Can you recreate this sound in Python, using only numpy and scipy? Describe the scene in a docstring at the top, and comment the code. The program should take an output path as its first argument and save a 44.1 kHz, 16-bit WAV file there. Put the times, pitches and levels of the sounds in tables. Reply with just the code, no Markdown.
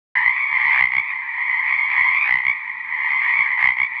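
"""Night at the edge of a pond, the microphone close to a treefrog. After a moment of silence,
neighbours call from the reeds a few steps off and a dense chorus swells all round the water.
Near 0.8 s the close frog gives a two-note croak, each note a train of short pulses, strongest at
twice the pitch of the vocal folds. The chorus lulls, the neighbours answer, and the chorus swells
again before the croaks near 2.3 and 3.7 s, lulling after each."""
import sys
import numpy as np
from scipy import signal
from scipy.fft import rfft, irfft
from scipy.io import wavfile
from scipy.ndimage import uniform_filter1d

SR = 44100
rng = np.random.default_rng(int(sys.argv[2]) if len(sys.argv) > 2 else 0)


def master(y):
    """Save y as 16-bit WAV."""
    cut = np.clip(np.atleast_2d(y).T, -1, 1)
    pcm = np.round(cut * 32767)  # scale
    wavfile.write(sys.argv[1], SR, pcm.astype(np.int16))


N = 176400


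def amp(db):
    """Decibels to gain."""
    return 10 ** (np.asarray(db) / 20)


def bell(x, width):
    """A Gaussian bump of height 1 at x = 0."""
    return np.exp(-.5 * (x / width) ** 2)


def curve(points, t):
    """Reads a table of time_s, value at times t."""
    return np.interp(t, *np.transpose(points))


def colour(x, points):
    """Filters by a table of freq_hz, gain_db."""
    hz, db = np.transpose(points)
    gain_db = np.interp(np.log(np.fft.rfftfreq(N, 1 / SR) + 1), np.log(hz), db)
    return irfft(rfft(x) * amp(gain_db), N)


def add(mix, start_s, sound):
    """Mixes a sound in at start_s."""
    at = round(start_s * SR)
    if 0 <= at < N:
        mix[at:at + len(sound)] += sound[:N - at]


# Blur of the farthest frogs and the night air: freq_hz, gain_db
WASH_SPECTRUM = [(25, -43.5), (70, -38), (200, -33.5), (550, -49), (720, -54.5), (880, -11), (1100, -15.5),
                 (1400, -29.5), (1650, -36.5), (1900, -1.5), (2150, -4.5), (2400, -6), (2650, -36.5),
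                 (3200, -33.5), (4300, -47), (5500, -62.5), (15000, -77.5)]


def far_wash(level_db=-31, apart=0.22):
    """Far from the microphone, the frogs blur into a steady band of noise."""
    noise = rng.standard_normal((3, N))
    wash = colour(noise[0] + apart * noise[1:], WASH_SPECTRUM)
    return amp(level_db) * wash / np.sqrt(np.mean(wash ** 2))


# Partials of a pulse, the lowest at the rate of the vocal folds:
# pitch_ratio, level_db, length_ratio, lead_ms
PULSE_PARTIALS = [(.49, -15.5, 0.77, .8), (1.002, 0, 1.0, 0), (1.518, -29, 1, 0.35),
                  (2.05, -45, 0.85, 0.45)]


def pulse(ms, pitch_hz, width_ms, phases, chirp_hz_per_ms=-14.5, ring=0.17):
    """One burst of partials, falling slightly in pitch and dying more slowly than it opens."""
    turns = (pitch_hz * ms + .5 * chirp_hz_per_ms * ms ** 2) / 1000
    burst = np.zeros(len(ms))
    for (ratio, db, length, lead_ms), phase in zip(PULSE_PARTIALS, phases):
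        age_ms = ms + lead_ms
        envelope = bell(age_ms, width_ms * length * (1 + ring * np.tanh(age_ms)))
        burst += amp(db) * envelope * np.cos(2 * np.pi * ratio * turns + phase)
    return burst


# Rasp at the opening of each pulse: freq_hz, gain_db
RASP_SPECTRUM = [(300, -35), (600, -21.5), (850, 5), (1400, -2), (1800, 5), (2700, -1.5), (3800, -18.5),
                 (5000, -26), (6200, -44.5), (7500, -43), (8500, -56), (15000, -55)]


def frog_notes(notes, pulse_length, end_db, scoop_hz=0., scoop_s=0.052, jitter_s=.0002):
    """Each note is a train of rasping pulses that swells from end_db to its peak and fades back."""
    tone, rasp_gate = np.zeros(N), np.zeros(N)
    ms = np.arange(-400, 400) * 1000 / SR
    taper = signal.windows.tukey(len(ms), .5)
    opening = bell(ms + 1.5, 1.7)  # the rasp leads the pulse by 1.5 ms
    short_ms, long_ms = 0.87 * pulse_length, 2.69 * pulse_length
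    for peak_s, swell_s, fade_s, rate_hz, db, hz, glide, rasp_db in notes:
        chance = rng.standard_normal((40, 8))
        note_phases = np.pi * chance[20, :-1]
        for k in range(-int(swell_s * rate_hz), int(fade_s * rate_hz) + 1):
            t = k / rate_hz  # seconds from the peak
            towards_end = (-t / swell_s) ** 2.6 if k < 0 else (t / fade_s) ** 1.43
            level = amp(db + end_db * towards_end)
            widening = .5 * (1 + np.tanh((t + 0.0031) / 0.018))  # pulses lengthen through a note
            width_ms = short_ms + (long_ms - short_ms) * widening
            pitch_hz = hz + glide * t - scoop_hz * np.tanh(min(t, 0) / scoop_s) ** 2
            phases = note_phases + .5 * chance[k, 1:]
            start_s = peak_s + t + jitter_s * chance[k, 0] - len(ms) / 2 / SR
            add(tone, start_s, level * pulse(ms, pitch_hz, width_ms, phases) * taper)
            add(rasp_gate, start_s, level * amp(rasp_db) * opening)
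    return tone + amp(-12.5) * colour(rasp_gate * rng.standard_normal(N), RASP_SPECTRUM)


def reeds(x, wet_db, t60_s, apart, pan_db):
    """Adds scattered echoes from water and stems, partly different left and right."""
    t = np.arange(SR // 2) / SR
    decay = amp(-60 * t / t60_s) * (t > .003)
    taps = rng.standard_normal((3, len(t))) * (rng.random((3, len(t))) < .1) * decay
    taps /= np.linalg.norm(taps, axis=1, keepdims=True)
    tails = (taps[0] + apart * taps[1:]) / np.hypot(1, apart)
    echoes = signal.fftconvolve(x[None], tails, axes=1)[:, :N]
    return (x + amp(wet_db) * echoes) * amp([[pan_db / 2], [-pan_db / 2]])


# Colour of sound that has crossed the pond: freq_hz, gain_db
POND_COLOUR = [(400, -7), (650, -16.5), (830, 2), (1050, 6), (1400, -2), (2000, 2), (2400, 0.5), (2700, 0),
               (3200, 0.5), (4200, 0.5), (7000, 3), (15000, 3)]


def across_pond(notes, spots, pulse_length, end_db, **echo):
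    """Notes reach the microphone over the water from several spots, each with its own echoes."""
    voices = (frog_notes(notes[k::spots], pulse_length, end_db) for k in range(spots))
    return sum(reeds(colour(voice, POND_COLOUR), **echo) for voice in voices)


# Swells and lulls of the chorus: time_s, level_db
CHORUS_SWELLS = [(.15, -18), (.33, -21), (.48, -22), (.6, -18.5), (.74, -15.5), (.8, -20), (.86, -32),
                 (1.05, -27), (1.27, -28.5), (1.45, -25), (1.75, -20), (2.0, -19), (2.17, -18.5),
                 (2.215, -23), (2.29, -20.5), (2.36, -26.5), (2.55, -30), (2.76, -37), (2.9, -29.5),
                 (3.06, -19.5), (3.4, -19), (3.54, -23.5), (3.64, -16), (3.71, -28), (3.86, -33.5),
                 (4, -25.5)]
# Typical pitch of the chorus: time_s, pitch_hz
CHORUS_CENTRE = [(.2, 1990), (.42, 2180), (.7, 2100), (1.3, 2066), (1.65, 2070), (1.87, 2099), (2.0, 2046),
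                 (2.18, 2190), (2.35, 2122), (3.1, 2023), (3.45, 2157), (4, 2015)]


def chorus(notes_per_s=24, spread_db=6.5, spread_hz=169.2, treble_hz=2770, calm_db=-27):
    """Many frogs at random moments all round the pond, swelling and lulling together."""
    notes = []
    for k, (when, pace, loud, high, rise) in enumerate(rng.random((notes_per_s * N // SR, 5))):
        peak_s = (k + when) / notes_per_s
        rate_hz, glide_hz_per_s = 62 + 22 * pace, 600 * rise
        db = spread_db * (2 * loud - 1)
        pitch_hz = curve(CHORUS_CENTRE, peak_s) + spread_hz * (2 * high - 1)
        rasp_db = -7 + 0.66 * (curve(CHORUS_SWELLS, peak_s) - calm_db)  # harder calls rasp more
        notes.append((peak_s, .07, .07, rate_hz, db, pitch_hz, glide_hz_per_s, rasp_db))
    voices = across_pond(notes, spots=5, pulse_length=0.82, end_db=-7.5,
                         wet_db=-1.5, t60_s=0.13, apart=.7, pan_db=0.25)
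    running_rms = np.sqrt(abs(uniform_filter1d((voices ** 2).mean(0), size=3500)) + 1e-9)
    level_db = curve(CHORUS_SWELLS, np.arange(N) / SR)
    treble = signal.sosfiltfilt(signal.butter(6, treble_hz, "high", fs=SR, output="sos"), voices)
    harshness = amp(0.27 * (level_db - calm_db)) - 1  # brighter as it swells
    return (voices + harshness * treble) / running_rms * amp(level_db)


# Notes of the neighbours: peak_s, swell_s, fade_s, pulse_rate_hz, level_db, pitch_hz, glide_hz_per_s
NEIGHBOUR_NOTES = [(.16, .02, .09, 80, -11.5, 1994, 432), (.2795, 0.074, 0.062, 59, -7.5, 2055, 1530),
                   (.394, 0.052, 0.099, 74, -17.5, 2280, 799), (.5635, 0.085, 0.068, 88, -14, 1988, 795),
                   (.735, 0.059, 0.052, 42, -13, 2130, 496), (1.108, 0.045, 0.022, 70, -19.5, 2406, 1460),
                   (1.147, 0.057, 0.033, 96, -17.5, 2028, 1256), (1.412, 0.086, 0.074, 71, -15, 1987, 500),
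                   (1.499, 0.042, 0.14, 63, -14, 2000, 955), (1.5845, 0.049, 0.077, 84, -16, 2110, 662),
                   (1.7255, 0.099, 0.038, 63, -11.5, 2045, 926), (1.833, .06, 0.027, 65, -14, 2093, 1200),
                   (1.982, 0.071, 0.063, 73, -11.5, 1936, 637), (2.057, 0.11, 0.13, 88, -10.5, 2107, 846),
                   (2.166, 0.057, 0.039, 110, -13.5, 2272, 1137),
                   (2.2129, .012, .085, 66, -10.5, 2410, 1173), (2.698, 0.056, 0.041, 53, -20.5, 2120, 600),
                   (2.928, 0.026, 0.094, 84, -19, 2055, 600), (3.518, .02, 0.079, 86, -16, 2143, 615),
                   (3.152, 0.078, 0.041, 55, -24, 2164, 565), (3.3, 0.091, 0.097, 68, -13.5, 2090, 408),
                   (3.409, 0.08, .09, 57, -10, 2190, 811)]


def neighbours(rasp_db=-3):
    """Frogs among the reeds, a few steps from the microphone."""
    notes = [(*row, rasp_db) for row in NEIGHBOUR_NOTES]
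    return amp(-1) * across_pond(notes, spots=4, pulse_length=1.0, end_db=-16,
                                 wet_db=-7, t60_s=0.059, apart=0.46, pan_db=0.5)


# Push of the swelling vocal sac on the air: freq_hz, gain_db
SAC_SPECTRUM = [(30, -15), (65, -6), (130, 2.5), (220, 0), (330, -8), (450, -12.5), (650, -32.5),
                (2000, -67), (15000, -80)]


def vocal_sac(notes, uneven_db=3, lag_s=0.0021, jitter_s=.0007):
    """The close frog's sac bulges with the strongest pulses and gives the air soft, uneven low pushes."""
    pushes = np.zeros(N)
    ms = np.arange(-200, 200) * 1000 / SR
    push = bell(ms, 0.2)
    for note, (peak_s, _, fade_s, rate_hz, *_, push_db) in enumerate(notes):
        hardest_s, spread_s = (.004, .016) if note % 2 else (.026, .022)  # short note, else long
        after_peak_s = np.arange(-2, int(fade_s * rate_hz) + 1) / rate_hz
        for t, (strong, late) in zip(after_peak_s, rng.standard_normal((20, 2))):
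            size = amp(push_db + uneven_db * strong) * bell(t - hardest_s, spread_s)
            start_s = peak_s + t + lag_s + jitter_s * late - len(ms) / 2 / SR
            add(pushes, start_s, size * push)
    return amp(11) * colour(pushes, SAC_SPECTRUM)


# Notes of the close frog, long and short in turn:
# peak_s, swell_s, fade_s, pulse_rate_hz, level_db, pitch_hz, glide_hz_per_s, rasp_db, push_db
CROAK_NOTES = [(.8257, .115, 0.075, 63.1, -3, 2047, 600, -0.5, -38),
               (.9842, 0.088, 0.032, 64.2, -7, 2190, 2300, 0.5, -35),
               (2.3258, .085, 0.11, 63.5, -4, 2005, 600, 1, -39.5),
               (2.4842, 0.06, .05, 64.5, -6.5, 2175, 2500, -2.5, -38),
               (3.6748, .1, .07, 63.2, -3, 2060, 477, 0.5, -46),
               (3.8187, 0.061, .052, 63.3, -7, 2168, 2480, -1, -45.5)]
# What its small body radiates: freq_hz, gain_db
BODY_COLOUR = [(450, -16), (600, -10), (750, 1), (1000, -1.5), (1400, -2), (1750, -3.5), (2100, -1),
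               (2600, 1.5), (3200, 2), (4300, 0.5), (6000, 4), (7000, 2), (7500, 6), (8200, -5),
               (15000, -13.5)]


def close_frog():
    """Right at the microphone, almost dry: a long note scooping up to pitch, then a short rising one."""
    notes = [row[:-1] for row in CROAK_NOTES]
    long_notes = frog_notes(notes[::2], pulse_length=0.83, end_db=-15.5, scoop_hz=185)
    short_notes = frog_notes(notes[1::2], pulse_length=1.28, end_db=-13)
    croaks = colour(long_notes + short_notes, BODY_COLOUR) + vocal_sac(CROAK_NOTES)
    return reeds(croaks, wet_db=-16.5, t60_s=0.026, apart=0.76, pan_db=-0.4)


# Stereo width at the microphone: freq_hz, side_gain_db
STEREO_WIDTH = [(60, -3.5), (270, 8.5), (600, -0.5), (1100, -4.5), (2100, -0.5), (3100, 5), (4500, 8),
                (8000, 7.5), (13000, -6)]


def scene(left_db=-0.44):
    """All the frogs, heard from the bank; the image is widened near 270 Hz and in the treble."""
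    left, right = close_frog() + neighbours() + chorus() + far_wash()
    mid = (left + right) / 2
    side = colour((left - right) / 2, STEREO_WIDTH)
    return np.array([(mid + side) * amp(left_db), mid - side])


def record(dry, open_s=.153, thrum_hz=(52, 220), buzz_above_hz=1500, cutoff_hz=15700):
    """Silence until the microphone opens; loud pulses bend it, adding a low thrum and a faint buzz."""
    bent = dry ** 2
    centre = bent.mean(0)
    narrowed = centre + .35 * (bent - centre)
    thrum = signal.sosfilt(signal.butter(2, thrum_hz, "band", fs=SR, output="sos"), narrowed)
    buzz = signal.sosfilt(signal.butter(2, buzz_above_hz, "high", fs=SR, output="sos"), bent)
    t = np.arange(N) / SR
    opened = np.clip(np.minimum(t - open_s, t[-1] - t) / .002, 0, 1)  # 2 ms fades in and out
    heard = (dry + amp(-21) * thrum + amp(-29) * buzz) * np.sin(np.pi / 2 * opened) ** 2
    lowpass = signal.firwin(511, cutoff_hz, window=("kaiser", 9), fs=SR)
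    return signal.oaconvolve(heard, lowpass[None], "same")


dry = scene()
out = record(dry)
master(out)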